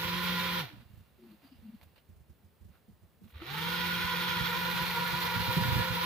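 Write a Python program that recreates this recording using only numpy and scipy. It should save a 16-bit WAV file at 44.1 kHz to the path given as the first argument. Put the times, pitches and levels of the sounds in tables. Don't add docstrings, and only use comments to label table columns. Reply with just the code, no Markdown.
import sys
import numpy as np
from scipy import signal
from scipy.fft import rfft, irfft, next_fast_len
from scipy.io import wavfile
from scipy.ndimage import uniform_filter1d, map_coordinates

SR = 44100
rng = np.random.default_rng(int(sys.argv[2]) if len(sys.argv) > 2 else 0)


def materialize(psi):
    bounded = np.clip(np.atleast_2d(psi).T, -1, 1)
    quanta = np.round(bounded * 32767).astype(np.int16)
    wavfile.write(sys.argv[1], SR, quanta)


N = 267025
TIME = np.arange(N) / SR
SIDES = np.array([[.5], [-.5]])


def amp(db):
    return 10 ** (np.asarray(db) / 20)

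def unit(x):
    return x / np.sqrt(np.mean(x ** 2) + 1e-20)

def along(points, hz):
    f, v = np.transpose(points)
    return np.interp(np.log(hz + 1), np.log(f + 1), v)

def curves(rows):
    s, *columns = np.transpose(rows)
    return [np.interp(TIME, s, column) for column in columns]

def wobble(rate):
    return map_coordinates(rng.standard_normal(int(N * rate / SR) + 4), [TIME * rate])

def decay(s, db, ring_s, rise_s):
    t = np.maximum(TIME - s, 0)
    return amp(db - 60 * t / ring_s) * (1 - np.exp(-t / rise_s))

def swell(s, length):
    return np.exp(-(2 * (TIME - s) / length) ** 2)

def add(track, s, sound):
    part = track[:, round(s * SR):][:, :sound.shape[-1]]
    part += sound[..., :part.shape[1]]

def filtered(x, response):
    size = next_fast_len(N + SR // 2)
    return irfft(rfft(x, size) * response(np.fft.rfftfreq(size, 1 / SR)), size)[..., :N]

def patchy(x, depth_db):
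    spectra = signal.stft(x, nperseg=256)[2]
    patches = uniform_filter1d(rng.standard_normal(spectra.shape[1:]), size=6, axis=0)
    patches = unit(uniform_filter1d(patches, size=9, axis=1))
    return unit(signal.istft(spectra * amp(depth_db * patches), nperseg=256)[1][:, :N])

# f/Hz, likeness/0-1
LIKENESS = [(60, .2), (250, .55), (1000, .6), (2000, .55), (4000, .45), (8000, .65), (11000, .6),
            (14000, .42)]
def noise(colour):
    def response(hz):
        width = np.arccos(np.clip(along(LIKENESS, hz), -1, 1)) / 2
        return amp(along(colour, hz)) * [np.cos(width), np.sin(width)]
    mid, side = filtered(rng.standard_normal((2, N)), response)
    return unit(np.array([mid + side, mid - side]))

def ringing(notes):
    def response(f):
        return sum((-1) ** k * amp(db) * 1j * f * width / (hz * hz - f * f + 1j * f * width)
                   for k, (hz, width, db) in enumerate(notes))
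    shaking = noise([(700, -32), (1300, 1), (4600, -2.5), (6500, -32)])
    return unit(filtered(shaking, response))

def tone(phase, sway_db, spread, rate):
    gain = amp(sway_db * wobble(rate))
    apart = spread * wobble(rate)
    return unit(gain * np.sin([phase + apart, phase - apart]))

# f/Hz, level/dB
ROOM_COLOUR = [(15, -49), (25, -43), (61, 0.5), (91, -2.5), (215, -7), (289, -13), (457, -12.5),
               (945, -19.5), (1270, -21.5), (3930, -29), (6380, -35.5), (14300, -29.5), (15500, -20)]
def quiet_room():
    return amp(-65) * noise(ROOM_COLOUR)

def room_echo(fan, ring_s=.39, lowest_hz=300):
    sent = filtered(fan, lambda hz: hz ** 4 / (hz ** 4 + lowest_hz ** 4))
    t = TIME[:SR // 2]
    tail = rng.standard_normal((2, len(t))) * amp(-60 * t / ring_s) * (t > .004)
    return signal.fftconvolve(sent, tail / np.linalg.norm(tail[0]), axes=1)[:, :N]

# f/Hz, level/dB
RUB_COLOUR = [(290, -21), (500, 0.5), (1130, -2.5), (1300, -3), (2800, -5.5), (4540, -9.5), (6300, -26.5),
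              (15000, -18)]
HISS_COLOUR = [(3000, -13), (6500, -9.5), (8300, -16), (11000, -5.5), (13500, -1), (15500, 0)]
# f/Hz, width/Hz, level/dB
FRAME_NOTES = [(1844, 58, -1), (2100, 63, -4), (2310, 62, 1.5), (2414, 89, -2.5), (2813, 60, 2),
               (2870, 67, -13), (3230, 96, -5), (3645, 155, -0.5), (3813, 83, 0.5), (4330, 76, -3)]
SKIN_NOTES = [(2760, 77, 10), (4680, 140, -8), (3920, 290, -3)]
# middle t/s, length/s, level/dB
WOOD_SLIDES = [(0.927, 0.44, -72), (1.29, 0.19, -71), (1.457, 0.065, -68.5), (1.673, 0.62, -71.5),
               (2.754, 0.098, -73.5)]
CLIP_SLIDES = [(.99, .05, -76), (3.245, 0.047, -70), (3.305, 0.048, -64)]
# middle t/s, length/s, f/Hz, level/dB
SKIN_SQUEAKS = [(1.325, .06, 4450, -77), (1.465, 0.047, 4740, -71), (1.535, .09, 2830, -73),
                (1.53, .1, 4950, -77), (1.98, .035, 3000, -72), (1.835, .025, 4140, -78),
                (2.755, .05, 1400, -72)]
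# t/s, level/dB, ring time/s, added bright snap/dB
WIRE_TICKS = [(1.813, -52.5, .016, -20), (1.819, -63, .04, -5), (1.829, -56.5, .016, -2),
              (1.832, -65, .05, 9), (1.959, -62.5, .11, -25), (1.978, -65, .06, -25)]
def fingers():
    body = noise(RUB_COLOUR) + amp(-15.5) * ringing(FRAME_NOTES) + amp(-11.5) * ringing(SKIN_NOTES)
    snap = noise(HISS_COLOUR)
    ticks = sum(decay(s, db, ring_s, rise_s=.0007) * (body + amp(snap_db) * snap)
                for s, db, ring_s, snap_db in WIRE_TICKS)
    rustle = sum(amp(db) * swell(s, length) for s, length, db in WOOD_SLIDES) * (body + amp(-3) * snap)
    squeaks = sum(amp(db) * swell(s, length) * ringing([(hz, 220, 0)])
                  for s, length, hz, db in SKIN_SQUEAKS)
    hiss = sum(amp(db) * swell(s, length) for s, length, db in CLIP_SLIDES) * snap
    return amp(wobble(150)) * (rustle + squeaks + hiss) + ticks

# t/s, length/s, start f/Hz, end f/Hz, level/dB
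GROANS = [(0.687, 0.075, 326, 280, -54), (0.8, 0.038, 231.3, 215, -56.5), (1.175, 0.13, 369, 343, -57.5),
          (1.178, 0.21, 237.4, 212, -55.5), (1.307, 0.058, 323, 338, -61), (1.426, 0.05, 278, 270, -52.5),
          (1.51, 0.054, 262, 245, -53.5), (1.618, 0.1, 226, 216, -46.5), (1.721, 0.04, 223, 216, -49),
          (3.317, 0.097, 62.4, 87, -46.5), (3.398, 0.098, 305, 377, -48.5)]
def groans():
    out = np.zeros((2, N))
    for s, length, start_hz, end_hz, db in GROANS:
        n = int(length * SR)
        hz = np.linspace(start_hz, end_hz, n) * (1 + .052 * wobble(156)[:n])
        loudness = amp(db + 3.5 * wobble(77.5)[:n]) * np.sin(np.linspace(0, np.pi, n))
        add(out, s, loudness * np.sin(2 * np.pi * np.cumsum(hz) / SR))
    return out

# t/s, length/s, level/dB, f/Hz
THUMPS = [(0.043, .02, -37.5, 133), (0.135, .02, -38.5, 136), (0.727, .1, -50, 117), (0.897, .1, -49, 99),
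          (1.547, .06, -56.5, 88), (1.816, .06, -54, 79.7), (2.087, .02, -48.5, 82), (2.157, .06, -51, 77),
          (2.294, .02, -55.5, 75), (2.445, .02, -53, 83.5), (2.607, .1, -48.5, 76),
          (2.881, .02, -52, 204.6), (3.027, .02, -57, 94), (3.211, .06, -51.5, 199.4),
          (3.233, .02, -50.5, 91), (4.037, .02, -37, 85), (4.36, .02, -37, 100), (4.406, .02, -31.5, 138),
          (4.734, .02, -37, 184), (4.804, .02, -32.5, 142), (4.996, .02, -39, 143),
          (5.125, .02, -34.5, 138.7), (5.357, .06, -30.5, 111.1), (5.478, .02, -30.5, 112.9),
          (5.566, .02, -22, 162.6), (5.606, .02, -27.5, 114.9), (5.648, .02, -28.5, 130),
          (5.68, .02, -25, 118), (5.718, .02, -27.5, 120), (5.755, .02, -23, 122),
          (5.785, .02, -27.5, 105.1), (5.9, .02, -29, 113)]
def thump_list(gap_s=.037, nudge_count=24, nudge_db=-55.5, nudge_hz=83.3):
    runs = [(s + delay, db, hz, delay > 0)
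            for s, length, db, hz in THUMPS for delay in np.arange(0, length, gap_s)]
    nudges = [(s, nudge_db, nudge_hz, True) for s in rng.uniform(0, N / SR, nudge_count)]
    s, db, hz, uneven = np.transpose(nudges + runs)
    later, stronger, higher = uneven * (rng.standard_normal((len(s), 3)) * [.002, 1.2, .1]).T
    return zip(np.abs(s + later), db + stronger, hz * np.exp(higher))

# multiple of its pitch, level/dB
THUMP_NOTES = [(.7, -4.5), (0.999, 5.5), (1.5, -8.5), (2.3, -11.5)]
# f/Hz, level/dB
THUD_COLOUR = [(30, -32), (65, 0), (100, 0), (160, -2.5), (215, 1.5), (280, -28.5), (350, -12), (480, -38),
               (1200, -40)]
def thumps(ring_s=.11, rise_s=.0058):
    out, t = np.zeros((2, N)), TIME[:SR // 3]
    ratio, note_db = np.transpose(THUMP_NOTES)[:, :, None]
    thuds = noise(THUD_COLOUR)
    for s, db, hz in thump_list():
        apart = .57 * rng.choice([-1, 1], (len(THUMP_NOTES), 1))
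        phase = 2 * np.pi * hz * ratio * t + np.array([apart, -apart])
        ring = (amp(note_db) * np.sin(phase)).sum(axis=1)
        thud = np.roll(thuds, -round(s * SR), axis=1)[:, :len(t)]
        loudness = amp(db - 60 * t / ring_s) * (1 - np.exp(-t / rise_s))
        add(out, s, loudness * (ring + amp(-2) * thud))
    return out * amp(-5.5 * SIDES)

# t/s, level/dB, ring time/s
CATCHES = [(3.24, -62.5, .12), (3.276, -60, .04), (3.297, -55, .045), (3.344, -50.5, .12),
           (3.372, -55, .06), (3.398, -47.5, .11), (3.416, -47, .09), (3.461, -42.5, .06),
           (3.488, -44, .05), (3.538, -34.5, .05), (3.616, -32, .04)]
# f/Hz, width/Hz, level/dB
CATCH_NOTES = [(1190, 58, 3), (1500, 96, -4), (2210, 73, -3), (2790, 64, -2), (3540, 70, -7),
               (3800, 130, -5)]
# f/Hz, level/dB
FRAME_COLOUR = [(40, -11.5), (80, 2), (190, 0), (280, -13), (400, -9), (500, 1), (610, -22), (740, -14),
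                (900, -1), (1200, -4.5), (1420, 1.5), (1640, -5.5), (1900, 0.5), (2700, -3.5), (3350, -2.5),
                (4100, -6), (5000, -20.5), (8000, -39), (12000, -50)]
def rotor_rasps():
    bursts = sum(decay(s, db, ring_s, rise_s=.004) for s, db, ring_s in CATCHES)
    grain = amp(3.5 * wobble(450))
    return bursts * unit(grain * (ringing(CATCH_NOTES) + noise(FRAME_COLOUR)))

# multiple of the whirl rate, level/dB
WHIRL_TONES = [(1, -13.5), (2, 0), (2.96, -0.5), (4, -8.5), (5, -9), (6.9, -9)]
# t/s, level of the two low tones/dB, level of the upper tones/dB
WHIRL_LOUDNESS = [(0, -44.5, -47), (.56, -45, -51), (3.45, -42.5, -38), (3.6, -40, -44), (3.9, -42, -40.5),
                  (4.4, -40, -38), (4.9, -45, -40), (5.4, -41.5, -42.5), (5.8, -40.5, -45)]
# middle t/s, boost of the low tones/dB
WHIRL_FLARES = [(4.98, 9), (5.035, 9)]
def bearing_whirl(shaft_hz, coasting, behind):
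    speed = np.maximum(shaft_hz / shaft_hz.max(), .1)
    slow = 1 - speed
    low_db, high_db = curves(WHIRL_LOUDNESS)
    flares_db = sum(db * swell(s, length=.037) for s, db in WHIRL_FLARES)
    low_db += 3.5 * behind + 1.2 * wobble(16) + flares_db
    high_db += 1.5 * wobble(45)
    whirls_per_turn = 2.82 - .025 * behind
    unsteady = 1 + (.008 + .05 * slow) * wobble(22) + (.014 + .08 * slow) * wobble(190)
    angle = 2 * np.pi * np.cumsum(shaft_hz * whirls_per_turn * unsteady) / SR
    tones = 0
    for k, db in WHIRL_TONES:
        gain = amp(db + (low_db if k < 2.5 else high_db)) * speed ** (3 * (k - 2))
        tones += gain * tone(k * angle, sway_db=3, spread=.65, rate=60)
    rolling = np.clip((speed - .33) / .36, 0, 1)
    break_up = amp(9 * slow * wobble(60))
    return amp(-41 * slow - 3.5 * coasting) * rolling * break_up * tones

# f/Hz, width/Hz, level/dB
CAN_NOTES = [(3230, 100, -9), (3372, 76, -7.5), (3420, 55, -8)]
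BRACKET_NOTES = [(1391, 37, 2.5), (1457, 36, 7)]
# f/Hz, level/dB
EDGE_COLOUR = [(2800, -28), (4000, 3.5), (4700, -0.5), (5500, -2.5), (8000, -26), (12000, -46)]
VENT_COLOUR = [(200, -24), (450, -28), (720, 3), (1100, 6.5), (2500, -13), (4300, 4.5), (5600, -17),
               (7200, -17), (9500, -49)]
def brushes(shaft_hz, coasting, behind):
    slow = 1 - shaft_hz / shaft_hz.max()
    once_a_turn = np.sin(2 * np.pi * np.cumsum(shaft_hz) / SR)
    level_db = -36 - 51.5 * slow ** 1.23 - 4.5 * slow * coasting
    pulse_db = (6.5 + 5 * coasting) * slow * once_a_turn
    pressure = unit(amp(.89 * wobble(900) + 1.04 * wobble(55) + .3 * wobble(13)))
    stutter_db = 3 * slow * wobble(70)
    contact = amp(level_db + pulse_db + stutter_db) * pressure
    can = amp(-8.2 - 9.1 * behind - 14 * slow + 2.4 * wobble(15)) * ringing(CAN_NOTES)
    bracket = amp(-10 - 14 * slow) * ringing(BRACKET_NOTES)
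    edge = amp(-10.5 - 12 * slow + .5 * coasting) * noise(EDGE_COLOUR)
    frame = amp(-1.04 - 2.3 * slow) * noise(FRAME_COLOUR)
    ring = amp(-6.5 - 3.6 * slow - .5 * behind) * ringing(FRAME_NOTES)
    hiss_db = -6.2 + 2.1 * behind - 8.8 * slow + .8 * wobble(24)
    hiss = amp(hiss_db) * patchy(noise(HISS_COLOUR), depth_db=1.2)
    vent = behind * amp(-8.5) * noise(VENT_COLOUR)
    return contact * (frame + ring + can + bracket + edge + vent), contact * hiss

def bearing_scrape(shaft_hz, coasting):
    angle = 2 * np.pi * np.cumsum(shaft_hz) / SR
    return coasting * amp(-64.5 + 2 * np.sin(angle)) * noise(RUB_COLOUR)

# multiple of the turning rate, level/dB, change when heard from behind/dB
SHAFT_TONES = [(1, -41.5, -5), (2, -52.5, -4.5), (3, -58.5, 6.5), (4, -81, 9), (5, -57.5, 5.5),
               (6, -48, -2), (6.5, -64, 5), (7, -54, -14), (8, -53, -4), (9, -60, 7.5), (10, -57.5, 10.5),
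               (11, -54.5, 3), (14, -55.5, 5.5), (19, -54.5, -2)]
# t/s, left minus right level/dB
HUM_SIDE = [(0.3, -1), (3.9, 1), (4.9, 5.5)]
def shaft_hum(shaft_hz, behind, hum_db, blade_db):
    speed = np.maximum(shaft_hz / shaft_hz.max(), .01)
    unsteady = 1 + .0035 * wobble(25) + .005 * wobble(130)
    angle = 2 * np.pi * np.cumsum(shaft_hz * unsteady) / SR
    tones = []
    for k, db, behind_db in SHAFT_TONES:
        sway_db, spread, rate = (.84, .26, 24) if k == 1 else (3.5, .52, 22)
        tones.append(amp(db + behind * behind_db) * tone(k * angle, sway_db, spread, rate))
    unbalance, octave, blades, *switching = tones
    radiated = 1 / np.hypot(1, (.76 / speed) ** 8)
    hum = amp(hum_db + SIDES * curves(HUM_SIDE)[0]) * radiated * unbalance
    return hum + speed ** 4.3 * (octave + amp(blade_db) * blades + sum(switching))

# t/s, turning rate f/Hz
TOP_SPEED = [(0, 171.7), (.2, 179.2), (.56, 175.9), (3.8, 175.1), (4.5, 173.7), (5.2, 173.4), (5.8, 172.6)]
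def rotor(cut_s=.597, restart_s=3.156, drag_s=.305, spin_up_s=.275):
    friction = .7
    run_down = (1 + friction) * np.exp(-np.maximum(TIME - cut_s, 0) / drag_s) - friction
    spin_up = 1 - np.exp(-(np.maximum(TIME - restart_s, 0) / spin_up_s) ** 2)
    shaft_hz = np.maximum(run_down, spin_up) * curves(TOP_SPEED)[0]
    return shaft_hz, (TIME > cut_s) & (TIME < restart_s)

# t/s, left delay/ms, back toward the microphone/0-1, hum boost/dB, blade boost/dB
FAN_POSE = [(0, 0.1, 0.1, -3, 13), (.16, 0.039, 0.01, 2, 4.5), (.55, 0.047, 0.08, 1, 8),
            (3.47, -0.025, 0.12, -6, -6), (3.52, -0.015, 0.1, -0.5, -9), (3.9, -0.035, 0.07, 0, -2),
            (4.4, -0.034, 0.06, -1.5, -6), (4.7, 0.023, .8, 1.5, 1.5), (5.1, 0.022, .9, 1.5, -0.5),
            (5.75, 0.061, 0.98, 1, 7), (6.05, 0.046, 0.25, -0.5, 6)]
def fan_motor():
    shaft_hz, coasting = rotor()
    delay_ms, behind, hum_db, blade_db = curves(FAN_POSE)
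    scrape, hiss = brushes(shaft_hz, coasting, behind)
    sound = scrape + bearing_scrape(shaft_hz, coasting) + rotor_rasps()
    sound += shaft_hum(shaft_hz, behind, hum_db, blade_db)
    sound += bearing_whirl(shaft_hz, coasting, behind)
    delayed_samples = np.arange(N) - SIDES * delay_ms * SR / 1000
    placed = np.array([map_coordinates(ear, [at], order=5) for ear, at in zip(sound, delayed_samples)])
    turning = np.clip((shaft_hz - 6) / 15, 0, 1)
    return turning * (placed + hiss)

def scene():
    fan = fan_motor()
    return fan + amp(-10) * room_echo(fan) + thumps() + groans() + fingers() + quiet_room()

# f/Hz, left minus right level/dB
MIC_BALANCE = [(100, -1.5), (300, 4), (600, -2.5), (1000, -3), (2000, -2.5), (4500, -6.5), (8000, 0.5),
               (13000, 2)]
def record(dry, bass_hz=48, top_hz=15550):
    def response(hz):
        low_cut = (1j * hz) ** 2 / (bass_hz ** 2 - hz ** 2 + 1j * hz * 52)
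        return amp(SIDES * along(MIC_BALANCE, hz)) * low_cut ** 2 * (hz < top_hz)
    return filtered(dry, response)


dry = scene()
out = record(dry)
materialize(out)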